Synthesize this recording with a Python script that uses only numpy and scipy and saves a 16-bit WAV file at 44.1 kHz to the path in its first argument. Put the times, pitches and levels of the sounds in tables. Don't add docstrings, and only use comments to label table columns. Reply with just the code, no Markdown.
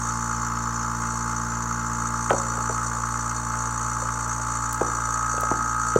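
import sys
import numpy as np
from scipy import signal
from scipy.fft import rfft, irfft
from scipy.io import wavfile

SR = 44100
rng = np.random.default_rng(int(sys.argv[2]) if len(sys.argv) > 2 else 0)


def master(y):
    cut = np.clip(np.atleast_2d(y).T, -1, 1)
    pcm = np.round(cut * 32767)
    wavfile.write(sys.argv[1], SR, pcm.astype(np.int16))


N = 264159
T = np.arange(N) / SR

# start_s, level_db, pitch_hz, swell_s, crack_db
POPS = [(2.305, -13, 733, .0026, -18), (2.3125, -17.5, 570, .004, -34), (2.332, -25, 297, 0.0052, -37),
        (2.578, -34, 486, 0.0027, -55), (2.6945, -25, 430, 0.0023, -38), (4.0234, -33.5, 507, 0.0042, -57),
        (4.8105, -18, 730, 0.0019, -37), (4.8144, -14.5, 398, 0.0023, -37),
        (5.341, -23.5, 554, 0.0017, -47), (5.379, -21.5, 497, 0.0014, -31),
        (5.4326, -18.5, 590, 0.0012, -37), (5.5135, -10, 885, 0.0012, -46),
        (5.5153, -13.5, 285, 0.0019, -55), (5.96, -3, 446, 0.0024, -34), (5.9624, -14, 170, 0.0021, -50)]


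def amp(db):
    return 10 ** (np.asarray(db) / 20)


def unit(x):
    return x / np.sqrt(np.mean(x ** 2) + 1e-20)


def curve(points):
    return np.interp(T, *np.transpose(points))


def value_at(points, hz):
    freq_hz, value = np.transpose(points)
    return np.interp(np.log(hz + 1), np.log(freq_hz + 1), value)


def add(mix, start_s, sound):
    part = mix[round(start_s * SR):][:len(sound)]
    part += sound[:len(part)]


def colour(x, spectrum, size=4096):
    log_gain = np.log(amp(value_at(spectrum, abs(np.fft.fftfreq(size, 1 / SR)))))
    taps = np.fft.ifft(np.exp(np.conj(signal.hilbert(log_gain)))).real
    if np.sum(taps[:size // 2] ** 2) < np.sum(taps[size // 2:] ** 2):
        taps = np.roll(taps[::-1], 1)
    return signal.fftconvolve(x, taps[:size // 2])[:len(x)]


def resonate(x, modes, alternate=False):
    out = 0
    for k, (hz, width_hz, db) in enumerate(modes):
        polarity = -1 if alternate and k % 2 else 1
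        out += polarity * amp(db) * unit(signal.lfilter(*signal.iirpeak(hz, hz / width_hz, SR), x))
    return unit(out)


def band(x, lo_hz, hi_hz, order=4):
    return signal.sosfilt(signal.butter(order, [lo_hz, hi_hz], "band", fs=SR, output="sos"), x)


def wander(hz):
    rolloff = np.exp(-(np.fft.rfftfreq(N, 1 / SR) / hz) ** 2)
    return unit(irfft(rfft(rng.standard_normal(N)) * rolloff, N))


def loaded(db, change_db, midpoint_s=4.715, rise_s=0.22):
    return db + change_db / (1 + np.exp((midpoint_s - T) / rise_s))


def strikes(turns, angle, jitter_s, uneven_db):
    due_s = np.interp(np.arange(int(turns[-1])) + angle, turns, T)
    late, hard = rng.standard_normal((len(due_s), 2)).T
    place = np.clip((due_s + jitter_s * late) * SR, 0, N - 2)
    force = amp(uneven_db * hard)
    out = np.zeros(N)
    np.add.at(out, place.astype(int), force * (1 - place % 1))
    np.add.at(out, place.astype(int) + 1, force * (place % 1))
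    return out


def puffs(turns, angle, rise, fall, leak):
    age = (turns - angle) % 1
    gate = (1 - np.exp(-age / rise)) * np.exp(-age / fall)
    return unit((leak + unit(gate)) * rng.standard_normal(N))


def room(x):
    # freq_hz, t60_s
    decay = [(100, 1), (500, 0.55), (2000, 0.16), (10000, 0.18)]
    hz, t, noise = signal.stft(rng.standard_normal(SR // 2), SR, nperseg=256)
    tail = signal.istft(noise * amp(-60 * t / value_at(decay, hz)[:, None]), SR)[1]
    tail *= 1 - np.exp(-(T[:len(tail)] / 0.013) ** 2)
    return signal.fftconvolve(x, tail / np.linalg.norm(tail))[:N]


def whistle(turns, fade_db_per_s=2.7):
    air = puffs(turns, angle=0.87, rise=0.2, fall=0.37, leak=0.5)
    tone = unit(band(resonate(air, [(5365, 12, 0)]), 5250, 5480, order=2))
    return amp(-52.5 - fade_db_per_s * T) * tone


def shell(t):
    # pitch_hz, level_db, t60_s
    modes = [(158, -3.5, 0.069), (278, -27, 0.014), (372, -4.5, 0.12), (457, -2.5, 0.14), (532, -1, 0.16),
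             (640, 4.5, 0.079), (726, -4, 0.084), (841, 4.5, 0.085), (945, 0, 0.1), (1110, -7, 0.033),
             (1505, 4.5, 0.024)]
    out = 0
    for hz, db, t60_s in modes:
        retuned_hz = hz * (1 + 0.014 * rng.standard_normal())
        out += amp(db - 60 * t / t60_s) * np.sin(2 * np.pi * (retuned_hz * t + rng.random()))
    return out


def creaks(slips_per_s=70):
    buckled = T > POPS[0][0]
    slips = (rng.random(N) < slips_per_s / SR) * rng.standard_normal(N) * buckled
    return amp(-52) * unit(signal.fftconvolve(slips, shell(T[:SR // 4]))[:N])


def pop(start_s, level_db, pitch_hz, swell_s, crack_db):
    # freq_hz, gain_db
    crack_colour = [(300, -28), (1400, 8), (1800, -1), (2300, -1), (3300, -3), (4600, -19), (15000, -27)]
    grip_s, grip_db_per_s = 4.46, 16.5
    t = T[:SR // 4]
    age = t / swell_s
    glide_octaves = 1.3 * (0.0011 / swell_s) ** 2
    sinking_hz = pitch_hz * 2 ** (glide_octaves * (np.exp(-age / 2) - 0.5))
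    panel = age ** 2 * np.exp(2 * (1 - age)) * np.sin(2 * np.pi * np.cumsum(sinking_hz) / SR)
    crack = unit(colour(rng.standard_normal(len(t)), crack_colour)) * np.exp(-t / 0.0023)
    ring = shell(t) * (1 - np.exp(-t / 0.00046))
    ring_db = level_db - 7 - grip_db_per_s * max(start_s - grip_s, 0)
    return amp(level_db) * panel + amp(ring_db) * ring + amp(crack_db) * crack


def jug():
    # start_s, level_db
    ticks = [(4.7297, -19.5), (5.409, -24)]
    # freq_hz, gain_db
    tick_colour = [(1000, -25), (4000, -9), (8000, 4), (10000, 1), (12500, -5), (16000, 2.5)]
    out, t = np.zeros(N), T[:SR // 20]
    for start_s, *snap in POPS:
        add(out, start_s, pop(start_s, *snap))
    for start_s, db in ticks:
        tick = unit(colour(rng.standard_normal(len(t)), tick_colour)) * np.exp(-t / 0.002)
        add(out, start_s, amp(db) * tick)
    return out


def exhaust(turns):
    # pitch_hz, width_hz, level_db
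    low_modes = [(3687, 35, -8), (3875, 28, -19), (4400, 42, -8.5), (4560, 42, -13.5), (4880, 40, -20.5),
                 (5120, 40, -25), (5650, 70, -7), (5766, 76, -4), (5970, 62, 5.5), (6200, 76, -6.5),
                 (6487, 52, 7), (6700, 40, -10), (6840, 47, -2.5), (7010, 49, 4), (7186, 77, 5.5)]
    top_modes = [(7790, 140, 4.5), (7940, 55, -2.5), (8250, 130, -7), (8470, 100, 0), (8670, 100, -1)]
    # centre_s, half_length_s, top_loss_db
    shadows = [(0.653, 0.35, 10), (1.65, 0.32, 8.5), (5.65, 0.13, 2)]
    # centre_s, boost_db
    spurts = [(.091, 7), (1.073, 3.5), (2.383, 7.5), (2.868, 6.5), (5.14, 5.5), (5.885, 4)]
    shade_db = sum(db * np.exp(-((T - s) / half_s) ** 2) for s, half_s, db in shadows)
    spurt_db = sum(db * np.exp(-((T - s) / 0.0081) ** 2) for s, db in spurts)
    air = puffs(turns, angle=0.66, rise=0.22, fall=0.3, leak=0.3) * amp(1.58 * wander(46) + spurt_db)
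    valve = unit(strikes(turns, angle=0.8, jitter_s=0, uneven_db=2.8))
    drive = air + 0.35 * valve
    low = unit(band(resonate(drive, low_modes, alternate=True), 3970, 8400, order=5))
    top = unit(band(resonate(drive, top_modes, alternate=True), 7500, 10500, order=3))
    return amp(loaded(-35.5, 0.55) - 0.12 * shade_db) * low + amp(loaded(-44.5, 1) - shade_db) * top


def rush(turns):
    # freq_hz, gain_db
    spectrum = [(20, -13), (70, 1), (130, 3), (220, 5.5), (340, -5), (550, -1.5), (750, -2.5), (1500, 13),
                (2400, -13), (3500, -14), (9000, -11), (10400, -20.5), (10900, -15.5), (15800, -22.5)]
    return amp(-40) * unit(colour(puffs(turns, angle=0.59, rise=0.1, fall=0.3, leak=0.95), spectrum))


def valve_spit(turns):
    # pitch_hz, width_hz, level_db
    modes = [(11200, 400, -4), (12700, 600, -2), (14400, 900, -9)]
    air = puffs(turns, angle=0.11, rise=0.03, fall=0.071, leak=0.1) * amp(5 * wander(40))
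    return amp(-67) * resonate(air, modes)


def motor(turns):
    # cycles_per_turn, level_db
    thump_partials = [(1, -38), (2, -34.5)]
    buzz_partials = [(3, -42), (4, -37.5), (6, -51), (8, -53)]
    whine_partials = [(5, -48.5), (7, -63), (8.27, -57.5), (9, -57.5), (10.34, -60), (10.88, -56),
                      (12, -61.5), (13, -61), (14.48, -49), (15, -39.5), (15.5, -51), (17.05, -44.5),
                      (17.5, -66), (19.14, -47), (27, -50), (75.6, -65)]
    # time_s, level_db
    buzz_level = [(0, -39.5), (1.95, -38), (2.8, -41), (4.9, -46), (6, -44)]
    buzz_db = curve(buzz_level) - max(db for k, db in buzz_partials)
    tilt_db = loaded(-0.7, -2.5)
    thump = buzz = whine = 0
    for k, db in thump_partials:
        gain = amp(db + 0.33 * wander(20) + tilt_db * (k - 1))
        thump += gain * np.cos(2 * np.pi * k * (turns + 0.066))
    for k, db in buzz_partials:
        gain = amp(db + 0.5 * wander(14) + buzz_db)
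        buzz += gain * np.cos(2 * np.pi * k * (turns + 0.097 - 0.0086 * k))
    for k, db in whine_partials:
        whine += amp(db + wander(4.4)) * np.cos(2 * np.pi * (k * turns + rng.random()))
    return np.sqrt(2) * (thump + buzz + whine)


def loose_parts(turns, mains_hz=60):
    # pitch_hz, width_hz, level_db
    rattle_modes = [(1090, 120, -14), (1220, 88, 3), (1292, 41, 15), (1299, 35, -1), (1399, 23, 6.5),
                    (1610, 70, -1)]
    chatter_modes = [(1890, 47, -1), (2092, 57, 1.5), (2490, 430, -2), (3020, 58, -11.5)]
    slip = 4 * np.pi * (mains_hz * T - turns)
    throb = amp(1.3 * np.cos(slip + 2.5) + 1.8 * np.cos(2 * slip - 2.2))
    hits = unit(strikes(turns + 0.02 * np.sin(slip), angle=1.0, jitter_s=0.000505, uneven_db=4.0))
    bounces = unit(strikes(turns, angle=0.199, jitter_s=0.001945, uneven_db=2.5))
    grit = puffs(turns, angle=0.84, rise=0.055, fall=0.77, leak=0.52)
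    shake = throb * (hits + 0.5 * bounces + 1.05 * grit)
    rattle = unit(band(resonate(shake, rattle_modes), 977, 1610, order=5))
    fizz = puffs(turns, angle=0.74, rise=0.081, fall=0.35, leak=0.32)
    chatter = unit(band(resonate(shake + fizz, chatter_modes), 1400, 3230, order=3))
    return amp(loaded(-34, -4.5)) * rattle + amp(-51.5) * chatter


def piston(turns):
    # freq_hz, gain_db
    housing = [(250, -59.5), (500, -21), (800, -30), (930, -16.5), (1000, -10), (1045, 1), (1110, 3.5),
               (1210, 6.5), (1290, -13.5), (1390, -1.5), (1500, -17.5), (1620, -7.5), (1800, -18),
               (2300, -44)]
    # pitch_hz, width_hz, level_db
    ring_modes = [(1273.5, 18, 1), (1368, 23, -6), (1570, 89, -11.5)]
    knock = unit(colour(strikes(turns, angle=0.82, jitter_s=0.00003, uneven_db=1.96), housing))
    even_hits = strikes(turns, angle=0.8, jitter_s=0.00002, uneven_db=-0.5)
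    ring = resonate(band(even_hits, 913, 1560), ring_modes)
    return amp(loaded(-33, 0.5)) * knock + amp(loaded(-44.5, 17.2)) * ring


def scene():
    # time_s, turns_per_s
    speed = [(0.0, 57.94), (1.3, 57.97), (2.6, 58.01), (3.9, 58.02), (4.5, 57.95), (5.2, 57.88),
             (6.0, 57.68)]
    turns = np.cumsum(curve(speed)) / SR - 0.161
    plastic = jug() + creaks()
    machine = motor(turns) + piston(turns) + loose_parts(turns)
    air = exhaust(turns) + rush(turns) + valve_spit(turns) + whistle(turns)
    return (machine + air + plastic + amp(-14.5) * room(plastic))[None]


def record(dry, edge_hz=15900):
    lowpass = signal.firwin(511, edge_hz, window=("kaiser", 9), fs=SR)
    return signal.oaconvolve(dry, lowpass[None], "same")


dry = scene()
out = record(dry)
master(out)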